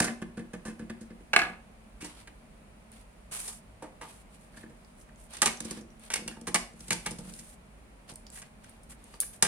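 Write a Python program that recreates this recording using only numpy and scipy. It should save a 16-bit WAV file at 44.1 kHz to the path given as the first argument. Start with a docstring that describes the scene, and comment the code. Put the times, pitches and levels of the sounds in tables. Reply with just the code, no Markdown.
"""Sharp plastic clacks and rattles on a hard workbench in a small quiet room.
A wall switch is set down and rocks until it settles, a tool drops, a loose rocker clinks, and switch
plates are knocked, turned and slid, with fingertip ticks. Each blow is a chatter of contacts that
rings the object, the bench top, then the room. Faint hum and hiss; two-port phone microphone."""
import sys
import numpy as np
from scipy import signal
from scipy.fft import rfft, irfft, next_fast_len
from scipy.io import wavfile
from scipy.ndimage import uniform_filter1d

SR = 44100
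rng = np.random.default_rng(int(sys.argv[2]) if len(sys.argv) > 2 else 0)


def persist_wave(psi):
    """Save psi, clipped to +-1, as 16-bit WAV."""
    counts = np.round(np.clip(psi, -1, 1) * 32767).astype(np.int16)
    wavfile.write(sys.argv[1], SR, np.atleast_2d(counts).T)


N = 417627

# switch modes: (frequency [Hz], level [dB], t60 [s])
SWITCH_MODES = [(630, -7, .04), (781, -7, .03), (1028, -10, .03), (1180, -7, .035), (1520, -7, .03),
                (1660, -4, .035), (1745, -4, .035), (2050, -9, .03), (2519, -8, .025)]
# hands moving about the bench: (time [s], favoured bench pitch [Hz], left minus right [dB])
HAND_PATH = [(2, 297, 0.1), (3.4, 299, -0.5), (4.1, 303, -0.5), (5.4, 231, -1.5), (6.1, 262, 0.5),
             (6.55, 222, -0.5), (6.9, 175, 0.7), (7.3, 183, 0.5), (8.3, 190, -0.3), (9.4, 194, 1.2)]


def wall_switch():
    """A switch is set down with a clack, then rocks from edge to edge."""
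    # (time [s], ring [dB], ring centre [Hz], crack [dB], bench [dB], chatter [s])
    contacts = [(0.001, -13.5, 750, -10, -16, 0.0029), (0.018, -22, 2290, -19, -41, 0.019),
                (0.04, -25, 1480, -17.5, -30, 0.018), (0.074, -25, 1980, -42, -29, 0.019),
                (0.218, -33, 1090, -38.5, -27, 0.0075), (0.371, -37, 1390, -45, -29, 0.014),
                (0.392, -39.5, 1640, -43, -29.5, 0.011), (0.533, -37, 1000, -39, -30.5, 0.014),
                (0.651, -36.5, 1060, -35.5, -34, 0.051), (0.679, -46, 1640, -41.5, -33, 0.019),
                (0.793, -42, 1550, -45, -32.5, 0.017), (0.82, -57, 1650, -60, -34.5, 0.0092),
                (0.897, -33.5, 1630, -40, -31, 0.0082), (1.009, -51.5, 1680, -43, -37, 0.024),
                (1.103, -47.5, 1720, -64, -36.5, 0.0083), (1.204, -60.5, 1650, -57.5, -42, 0.0069),
                (5.604, -37, 1647, -21.5, -34, 0.0032), (5.648, -50, 1130, -31, -30.5, 0.0084),
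                (5.709, -39, 1070, -22.5, -30.5, 0.0057), (5.769, -47.5, 1080, -41, -33.5, 0.013),
                (5.811, -60, 1770, -58, -37, 0.0108), (6.188, -42, 2500, -45, -38, 0.0046),
                (6.217, -68, 2500, -65, -36.5, 0.0097), (6.257, -68, 2500, -65, -35.5, 0.0066),
                (6.31, -41, 2460, -39, -42, 0.024)]
    return blows(contacts, SWITCH_MODES, [(0, 222.4)], falloff_db_oct=3.5, clatter_db=-5.5,
                 pan_db=-1.5, lag_ms=0.071, detune=0.0066, contact_s=0.0021)


def dropped_tool():
    """A tool lands and bounces to rest."""
    # (time [s], ring [dB], ring centre [Hz], crack [dB], bench [dB], chatter [s])
    bounces = [(1.333, -11.5, 2210, -34.5, -39, 0.0068), (1.363, -1.5, 2010, -14.5, -33, 0.0031),
               (1.391, -15.5, 2360, -56.5, -38, 0.0043), (1.417, -14, 1530, -42, -33, 0.0049),
               (1.433, -24.5, 1630, -55, -42, 0.0064), (1.451, -27.5, 1190, -58, -53, 0.0042),
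               (1.468, -30, 775, -60, -43, 0.011), (1.495, -41, 1200, -60, -41, 0.0091),
               (1.53, -41, 1000, -63, -52, 0.015)]
    # (frequency [Hz], level [dB], t60 [s])
    tool_modes = [(770, -7, 0.02), (1217, -8, 0.033), (1270, -7, 0.025), (1510, -6.5, 0.048),
                  (1665, 1.5, 0.052), (1910, -11, 0.018), (2210, -1.5, 0.028), (2514, -4, 0.025),
                  (2655, -4.5, 0.025), (2857, -10, 0.015), (4150, 0, .015)]
    return blows(bounces, tool_modes, [(0, 220)], falloff_db_oct=6.4, clatter_db=-5.5,
                 pan_db=-1.5, lag_ms=-0.094, detune=0.0094)


def loose_rocker():
    """A loose rocker clinks in a hand-held switch."""
    # (time [s], ring [dB], ring centre [Hz], crack [dB], bench [dB], chatter [s])
    clinks = [(4.541, -50, 1718, -62, -55, 0.0066), (4.571, -41.5, 1710, -46, -46, 0.0069),
              (4.634, -43.5, 1720, -58, -38.5, 0.0051), (4.66, -51, 1720, -65, -53, .01),
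              (4.697, -57, 1700, -52, -46, 0.0095), (5.089, -50, 1695, -60, -64, .006)]
    return blows(clinks, SWITCH_MODES, [(0, 260)], falloff_db_oct=22.15, clatter_db=-14.0,
                 pan_db=1.0, lag_ms=0.063, detune=0.004)


def knocked_plates():
    """Plastic plates knock on the bench; the thump's pitch follows the hands."""
    # (time [s], ring [dB], ring centre [Hz], crack [dB], bench [dB], chatter [s])
    knocks = [(2.007, -40, 2460, -32.5, -51, 0.04), (2.023, -49, 813, -37, -34.5, 0.0089),
              (2.044, -43.5, 790, -31, -49, 0.029), (2.274, -42, 1710, -43, -52, 0.0066),
              (3.479, -43.5, 1128, -27.5, -66, 0.027), (3.823, -34, 660, -42.5, -39.5, 0.029),
              (4.012, -36, 1029, -38, -45.5, 0.026), (5.335, -44.5, 1234, -35, -65.5, 0.0085),
              (5.369, -42, 2720, -30, -47, 0.0059), (5.419, -15, 1807, -6.5, -31.5, 0.0056),
              (5.428, -20, 1160, -15, -58, 0.0075), (5.459, -18, 2300, -7.5, -30, 0.0043),
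              (5.461, -19, 1180, -34, -42, 0.0046), (5.472, -22, 2300, -18.5, -38, 0.0092),
              (6.103, -29.5, 1900, -24, -47, 0.0055), (6.115, -34, 2300, -30, -52, 0.028),
              (6.137, -23.5, 2400, -12.5, -48, 0.0059), (6.158, -26.5, 2300, -20.5, -40.5, 0.01),
              (6.278, -30, 2945, -22, -36.5, 0.0061), (6.369, -45, 900, -52, -41, 0.005),
              (6.413, -52, 641, -37.5, -39.5, 0.0041), (6.471, -29, 1120, -26.5, -31, 0.01),
              (6.482, -33.5, 1850, -29, -29.5, 0.006), (6.545, -18, 1090, -7.5, -28, 0.0058),
              (6.549, -19, 1860, -13.5, -48, 0.0058), (6.556, -18.5, 1930, -17, -31, 0.0054),
              (6.735, -67, 640, -48, -46, 0.0078), (6.806, -52, 620, -35, -41.5, 0.0048),
              (6.882, -47, 2560, -30.5, -39.5, 0.0072), (6.907, -18.5, 2330, -14, -27, 0.0071),
              (6.909, -37, 940, -34, -53, 0.003), (6.923, -25, 1450, -19.5, -34, 0.0053),
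              (6.929, -31.5, 908, -18, -49, 0.0061), (7.06, -26.5, 2210, -36, -61, 0.011),
              (7.062, -28.5, 910, -21, -35.5, 0.0092), (7.109, -46, 620, -27, -30.5, 0.0088),
              (7.185, -44, 630, -35, -33.5, 0.013), (7.25, -55, 640, -53, -39, 0.013),
              (7.273, -68, 640, -59, -43, 0.01), (7.297, -58, 620, -39, -40.5, 0.0039),
              (7.338, -59, 2250, -34, -44, 0.005), (7.39, -47, 2310, -35, -44, 0.008),
              (8.097, -46, 630, -37, -46, 0.0045), (8.117, -48, 903, -39, -39.5, 0.0048),
              (8.358, -49, 1930, -50, -62, 0.0071), (8.374, -43.5, 1900, -45, -62, 0.0068),
              (8.418, -42.5, 1934, -34.5, -63, 0.0097), (8.644, -47, 1910, -44, -49, 0.0036),
              (8.92, -49, 1900, -54, -62, 0.0093), (9.14, -42, 1030, -47, -65, 0.0024),
              (9.223, -36.5, 1630, -43, -68, 0.0044), (9.233, -36.5, 1600, -45, -68, 0.0041),
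              (9.341, -52, 1628, -52, -63, 0.0058), (9.425, -14, 1300, -2, -25.5, 0.0065),
              (9.449, -24, 1525, -20, -36, 0.015)]
    # (frequency [Hz], level [dB], t60 [s])
    plate_modes = [(630, -2.5, 0.013), (897, -2.5, 0.028), (1090, -5.5, 0.014), (1202, -5, 0.038),
                   (1370, -11.5, 0.0086), (1652, -4.5, 0.04), (1780, -2, 0.023), (1943, -1.5, 0.029),
                   (2237, 0.5, 0.028), (2390, 1, 0.014), (2800, 6.5, 0.013), (3400, -0.5, 0.012),
                   (4400, -4, 0.015)]
    spots = np.array(HAND_PATH)[:, :2]
    return blows(knocks, plate_modes, spots, falloff_db_oct=14.0, clatter_db=-2.0,
                 pan_db=-0.7, lag_ms=0.072, detune=0.0055)


def blows(events, modes, spots, falloff_db_oct, clatter_db, pan_db, lag_ms, detune, contact_s=0.0013):
    """Each blow is a short chatter of contacts that cracks, rings the object and thumps the bench."""
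    # microphone treble: (frequency [Hz], level [dB])
    crack_spectrum = [(3000, -8), (5000, -3), (7000, -1.5), (9500, 3.5), (10500, -4.5), (11500, -14.5),
                      (13000, -21), (16500, -37.5)]
    # unpitched rattle of loose parts: (frequency / ring centre [ratio], level [dB])
    clatter_spectrum = [(.33, -24), (.75, -8), (1, 0), (1.3, -7), (3, -13)]
    # (frequency [Hz], level [dB], t60 [s])
    bench_modes = [(74, -5.5, 0.085), (126.6, -3.5, 0.067), (178.4, -1, 0.12), (232.2, -2, 0.26),
                   (298.4, -1.5, 0.051), (348, 2.5, 0.05), (485, 3.5, 0.04)]
    out = np.zeros((2, N + SR))
    ring_n, thump_n = 6144, 10240
    t = np.arange(ring_n // 2) / SR
    pad = ((0, 0), (0, ring_n // 2))
    bass_cut = signal.butter(2, 350, "high", fs=SR, output="sos")  # the ring and rattle are kept clear of deep bass
    port_delay_s = (1 + np.array([[lag_ms], [-lag_ms]]) / 2) / 1000
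    port_phase = np.exp(-2j * np.pi * np.fft.rfftfreq(ring_n, 1 / SR) * port_delay_s)
    for time_s, ring_db, centre_hz, crack_db, bench_db, chatter_s in events:
        decay = np.exp(-t / max(chatter_s, 0.001))
        # contact makes and breaks every few ms
        flutter_db = 3 * np.interp(t, np.arange(40) * 0.002, rng.standard_normal(40))
        envelope = (1 - np.exp(-t / contact_s)) ** 2 * decay * undb(flutter_db)
        push, rattle, snap, left, right = envelope * rng.standard_normal((5, len(t)))
        # treble comes first and glances off nearby tools: each port gets its own share
        crack = (1.13 * decay ** 0.096 + decay ** 1.044) * (snap + 1.36 * np.array([left, right]))
        crack = colour(np.pad(crack, pad), crack_spectrum)
        clatter = np.pad(rattle + 0.66 * np.array([right, left]), pad)
        clatter = colour(clatter, [(centre_hz * ratio, db) for ratio, db in clatter_spectrum])
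        body = ring(push, modes, centre_hz, falloff_db_oct, scatter_db=1.5, detune=detune, size=ring_n)
        body = signal.sosfilt(bass_cut, body + undb(clatter_db) * unit_peak(clatter))
        direct = undb(ring_db) * body + undb(crack_db) * unit_peak(crack)
        i = max(int((time_s - 0.0025) * SR), 0)
        out[:, i:i + ring_n] += irfft(rfft(direct) * port_phase, ring_n) * pan(pan_db)
        # the heavy top feels one shove and answers a little late
        bench_hz = np.interp(time_s, *np.transpose(spots))
        force = decay * (1 + 0.39 * rng.standard_normal(len(t))) * (t < 0.003 + chatter_s)
        shove = force * np.cos(2 * np.pi * bench_hz * t)
        thump = ring(shove, bench_modes, bench_hz, falloff_db_oct=7.0, scatter_db=3.5,
                     detune=0.011, size=thump_n)
        taper = np.cos(np.arange(thump_n) / thump_n * np.pi / 2)
        i += int(0.00773 * SR)
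        out[:, i:i + thump_n] += undb(bench_db) * thump * taper
    return out[:, :N]


def ring(push, modes, centre_hz, falloff_db_oct, scatter_db, detune, size):
    """Damped modes driven by a push, peak 1; the struck spot favours those near centre_hz."""
    hz, db, t60_s = np.transpose(modes)[:, :, None]
    t = np.arange(size) / SR
    level_draw, pitch_draw = rng.standard_normal((2, len(modes), 1))
    db = db + scatter_db * level_draw - falloff_db_oct * np.abs(np.log2(hz / centre_hz))
    # divide out the push's spectrum so that it sets only the timing
    push_power = uniform_filter1d(np.abs(rfft(push)) ** 2, size=7)
    db = db - 10 * np.log10(push_power[(hz * len(push) / SR).astype(int)])
    partials = undb(db - 60 * t / t60_s) * np.sin(2 * np.pi * hz * (1 + detune * pitch_draw) * t)
    return unit_peak(signal.fftconvolve(partials.sum(axis=0), push)[:size])


def ticks():
    """Fingertips and wire ends tick on the casings, a catch snaps: thin bursts of a few ms."""
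    # (time [s], peak [dB], pitch [Hz], decay [s])
    events = [(2.918, -41.5, 9200, 0.0023), (4.582, -50, 4470, .004), (4.848, -50, 5040, 0.0018),
              (5.012, -51, 6008, .003), (5.159, -51, 6500, 0.0018), (5.307, -44, 9000, .002),
              (5.572, -37, 6000, .003), (5.812, -42, 5940, 0.0034), (5.904, -49, 5960, 0.0023),
              (5.996, -43.5, 9100, .002), (6.052, -43, 9000, 0.0024), (6.794, -46, 6900, 0.0036),
              (8.094, -41.5, 5030, 0.0023), (8.138, -42, 9000, .004), (8.158, -32.5, 8800, 0.0016),
              (8.267, -37, 5060, 0.0035), (8.302, -37, 7640, .002), (8.64, -49, 8900, .003),
              (8.695, -42, 9300, 0.0045), (8.833, -47.5, 8950, 0.0065), (8.898, -44, 9000, .004),
              (9.041, -40, 9120, 0.0023), (9.142, -42, 4800, .003), (9.203, -8.5, 9700, .0017),
              (9.211, -17, 9700, 0.0033), (9.219, -24, 10200, 0.0052)]
    # (frequency / pitch [ratio], level [dB])
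    snap_spectrum = [(.2, -30.5), (.5, -17), (.8, -11.5), (1, 5.5), (1.15, -6), (1.6, -22)]
    out = np.zeros((2, N + SR))
    t = np.maximum(np.arange(2048) / SR - 0.004, 0)  # 4 ms lead-in
    for time_s, peak_db, hz, decay_s in events:
        mid, left, right = rng.standard_normal((3, len(t)))
        envelope = (1 - np.exp(-t / 0.00032)) * np.exp(-t / max(decay_s, 0.0005))
        burst = envelope * (mid + 1.1 * np.array([left, right]))
        sharpness = min(hz / 9500, 1)  # lower ticks are broader
        snap = colour(burst, [(hz * ratio, db * sharpness) for ratio, db in snap_spectrum])
        i = int((time_s - 0.0045) * SR)
        out[:, i:i + len(t)] += undb(peak_db) * unit_peak(snap)
    return out[:, :N]


def slides():
    """Dense slips of skin, wire and plastic: a grainy hiss and a duller scrape of the body."""
    # (start [s], hardest [s], end [s], hiss [dB], body [dB]); silent if end < start
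    strokes = [(2.032, 2.04, 2.26, -56, -53.5), (2.34, 2.367, 2.33, -60, -57.5),
               (2.915, 2.927, 3.06, -60.5, -61.5), (3.31, 3.325, 3.42, -41, -46.5),
               (3.327, 3.4, 3.52, -39.5, -49.5), (3.474, 3.48, 3.61, -46.5, -57),
               (4.024, 4.034, 4.13, -56, -56), (4.08, 4.106, 4.25, -56.5, -61),
               (4.298, 4.35, 4.4, -59.5, -62.5), (4.387, 4.415, 4.52, -63.5, -71),
               (4.515, 4.576, 4.67, -58.5, -59.5), (4.963, 5.014, 5.06, -59, -71),
               (5.17, 5.208, 5.3, -58, -68), (5.288, 5.334, 5.5, -55, -53), (5.477, 5.48, 5.57, -60, -55),
               (5.59, 5.703, 5.83, -54, -50.5), (5.994, 6.09, 6.1, -54.5, -54.5),
               (6.16, 6.17, 6.2, -70, -47), (6.292, 6.295, 6.33, -55, -50),
               (6.757, 6.886, 7.2, -53.5, -58.5), (7.193, 7.29, 7.35, -51.5, -55.5),
               (7.317, 7.363, 7.57, -51, -60), (7.385, 7.45, 7, -51, -56.5), (8.076, 8.093, 8.14, -51, -50),
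               (8.314, 8.358, 8.43, -44.5, -53), (8.394, 8.422, 8.32, -46.5, -54),
               (8.43, 8.45, 8.5, -63, -62), (8.6, 8.64, 8.8, -65, -63), (8.888, 8.907, 8.965, -51.5, -59),
               (8.983, 9.15, 9.2, -58.5, -60), (9.326, 9.337, 9.4, -53.5, -62)]
    # slips as the microphone colours them: (frequency [Hz], level [dB])
    hiss_spectrum = [(3000, -26), (5500, -5), (7500, 1), (9500, 8), (11000, -1), (13000, -10), (16000, -23)]
    # rubbed plastic: (frequency [Hz], level [dB])
    body_spectrum = [(400, -7.5), (1000, -5), (1400, -5), (1850, -7), (2300, -5), (4500, -8.5)]
    rise_db, fall_db, attack_s, release_s = 12, 7.5, 0.0041, 0.039
    snags_per_s, snag_db, snag_s = 130, -2, 0.0027
    t = np.arange(N) / SR
    gain = np.zeros((2, N))
    for start_s, hardest_s, end_s, hiss_db, body_db in strokes:
        on = slice(int(start_s * SR), int(end_s * SR))
        ramp = np.clip(np.minimum((t[on] - start_s) / attack_s, (end_s - t[on]) / release_s), 0, 1)
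        from_peak = np.interp(t[on], [start_s, hardest_s, end_s], [-1, 0, 1])
        press_db = -np.where(from_peak < 0, rise_db, fall_db) * np.abs(from_peak) ** 1.3
        gain[:, on] += ramp * undb(press_db + np.array([[hiss_db], [body_db]]))
    # a sliding edge snags and lets go
    impulses = (rng.random(N) < snags_per_s / SR) * rng.random(N)
    snags = signal.lfilter([1], [1, -np.exp(-1 / (snag_s * SR))], impulses)
    roughness_db = 3.8 * waver(250) + 2.5 * waver(30)
    grain = unit_rms(undb(roughness_db) * (1 + undb(snag_db) * snags))
    hiss = stereo_noise(hiss_spectrum, alike_hz=3000)
    body = stereo_noise(body_spectrum, alike_hz=1250)
    return grain * (gain[0] * hiss + gain[1] * body)


def room(dry):
    """Diffuse tail, band by band; the treble differs most between the ports."""
    # (band centre [Hz], t60 [s], level [dB])
    bands = [(213, 0.3, -3), (540, 0.36, -0.5), (1485, 0.34, -7), (3680, 0.32, -3), (7900, 0.32, -4)]
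    t = np.arange(int(0.6 * SR)) / SR
    onset = 1 - np.exp(-t / 0.001)
    tail = 0
    for hz, t60_s, db in bands:
        mid, side = rng.standard_normal((2, len(t)))
        noise = mid + min(hz / 1200, 1) * side * np.array([[1], [-1]])
        band = colour(noise, [(hz / 1.5, 0), (hz * 1.5, 0)]) * undb(-60 * t / t60_s) * onset
        tail = tail + undb(db) * band * np.sqrt(4 * hz / SR / np.sum(band ** 2))
    return signal.fftconvolve(dry.mean(axis=0, keepdims=True), tail, axes=1)[:, :N]


def background():
    """Wavering room tone, microphone hiss and the faint unsteady hum of a nearby machine."""
    # both: (frequency [Hz], density [dB])
    tone_spectrum = [(15, -43), (25, -7), (53, 1), (74, -16.5), (151, -20.5), (172, -17), (229, -10.5),
                     (306, -21), (636, -19.5), (1650, -29.5), (2350, -29.5), (5000, -46), (6500, -80),
                     (11000, -120)]
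    mic_spectrum = [(4000, -6), (6000, -7), (8000, -4), (9600, 1), (10600, -6), (11500, -11.5),
                    (15500, -18.5)]
    # (centre [Hz], width [Hz], level [dB])
    hum_bands = [(47.8, 9.8, -61.5), (101.8, 6.15, -69.5), (149, 8.2, -66.5), (193, 25, -65),
                 (221.9, 5.3, -65.5), (622, 9.9, -73.5)]
    out = undb(-55.5 + 0.28 * waver(5.7) + 0.5 * waver(40)) * stereo_noise(tone_spectrum, alike_hz=560)
    out += undb(-69 + 0.9 * waver(4.2)) * stereo_noise(mic_spectrum, alike_hz=908)
    for hz, width_hz, db in hum_bands:
        band = signal.butter(1, [hz - width_hz / 2, hz + width_hz / 2], "band", fs=SR, output="sos")
        out += undb(db) * unit_rms(signal.sosfilt(band, rng.standard_normal(N)))
    return out


def undb(db):
    return 10 ** (np.asarray(db, float) / 20)


def unit_rms(x):
    return x / np.sqrt(np.mean(x ** 2))


def unit_peak(x):
    return x / np.abs(x).max()


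def pan(left_minus_right_db):
    return undb(left_minus_right_db * np.array([[0.5], [-0.5]]))


def colour(x, spectrum):
    """Filter by (frequency [Hz], level [dB]) points, rolling off outside them."""
    hz, db = np.transpose(spectrum)
    size = next_fast_len(x.shape[-1])
    log_hz = np.log(np.arange(size // 2 + 1) * SR / size + 1e-3)
    outside = np.maximum(np.log(hz[0]) - log_hz, 0) + np.maximum(log_hz - np.log(hz[-1]), 0)
    gain = undb(np.interp(log_hz, np.log(hz), db) - 29.5 * outside)
    return irfft(rfft(x, size) * gain, size)[..., :x.shape[-1]]


def waver(rate_hz):
    """Random levels joined by straight ramps."""
    step = int(SR / rate_hz)
    held = np.repeat(rng.standard_normal(N // step + 1), step)
    return 0.5 * uniform_filter1d(held, step)[:N]


def stereo_noise(spectrum, alike_hz):
    """Noise nearly alike in both channels below alike_hz, unrelated above."""
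    mid, side = colour(rng.standard_normal((2, N)), spectrum)
    highpass = signal.butter(1, alike_hz, "high", fs=SR, output="sos")
    side = 0.21 * side + signal.sosfilt(highpass, side)
    return unit_rms(np.array([mid + side, mid - side]))


def scene():
    """Plates, ticks and slides pan with the hands; only the impacts feed the room."""
    time_s, _, pan_db = np.transpose(HAND_PATH)
    hand_pan = pan(np.interp(np.arange(N) / SR, time_s, pan_db))
    impacts = wall_switch() + dropped_tool() + loose_rocker()
    impacts += hand_pan * (knocked_plates() + ticks())
    return impacts + room(impacts) + hand_pan * slides() + background()


def record(dry):
    """Microphone: left port slightly less sensitive, rumble cut, peaks rounded, top cut."""
    rumble_cut = signal.butter(2, 28, "high", fs=SR, output="sos")
    top_cut = signal.ellip(8, 0.2, 60, 16600, fs=SR, output="sos")
    ports = signal.sosfilt(rumble_cut, dry * pan(-0.8))
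    return signal.sosfilt(top_cut, 0.85 * np.tanh(ports / 0.85))


dry = scene()
out = record(dry)
persist_wave(out)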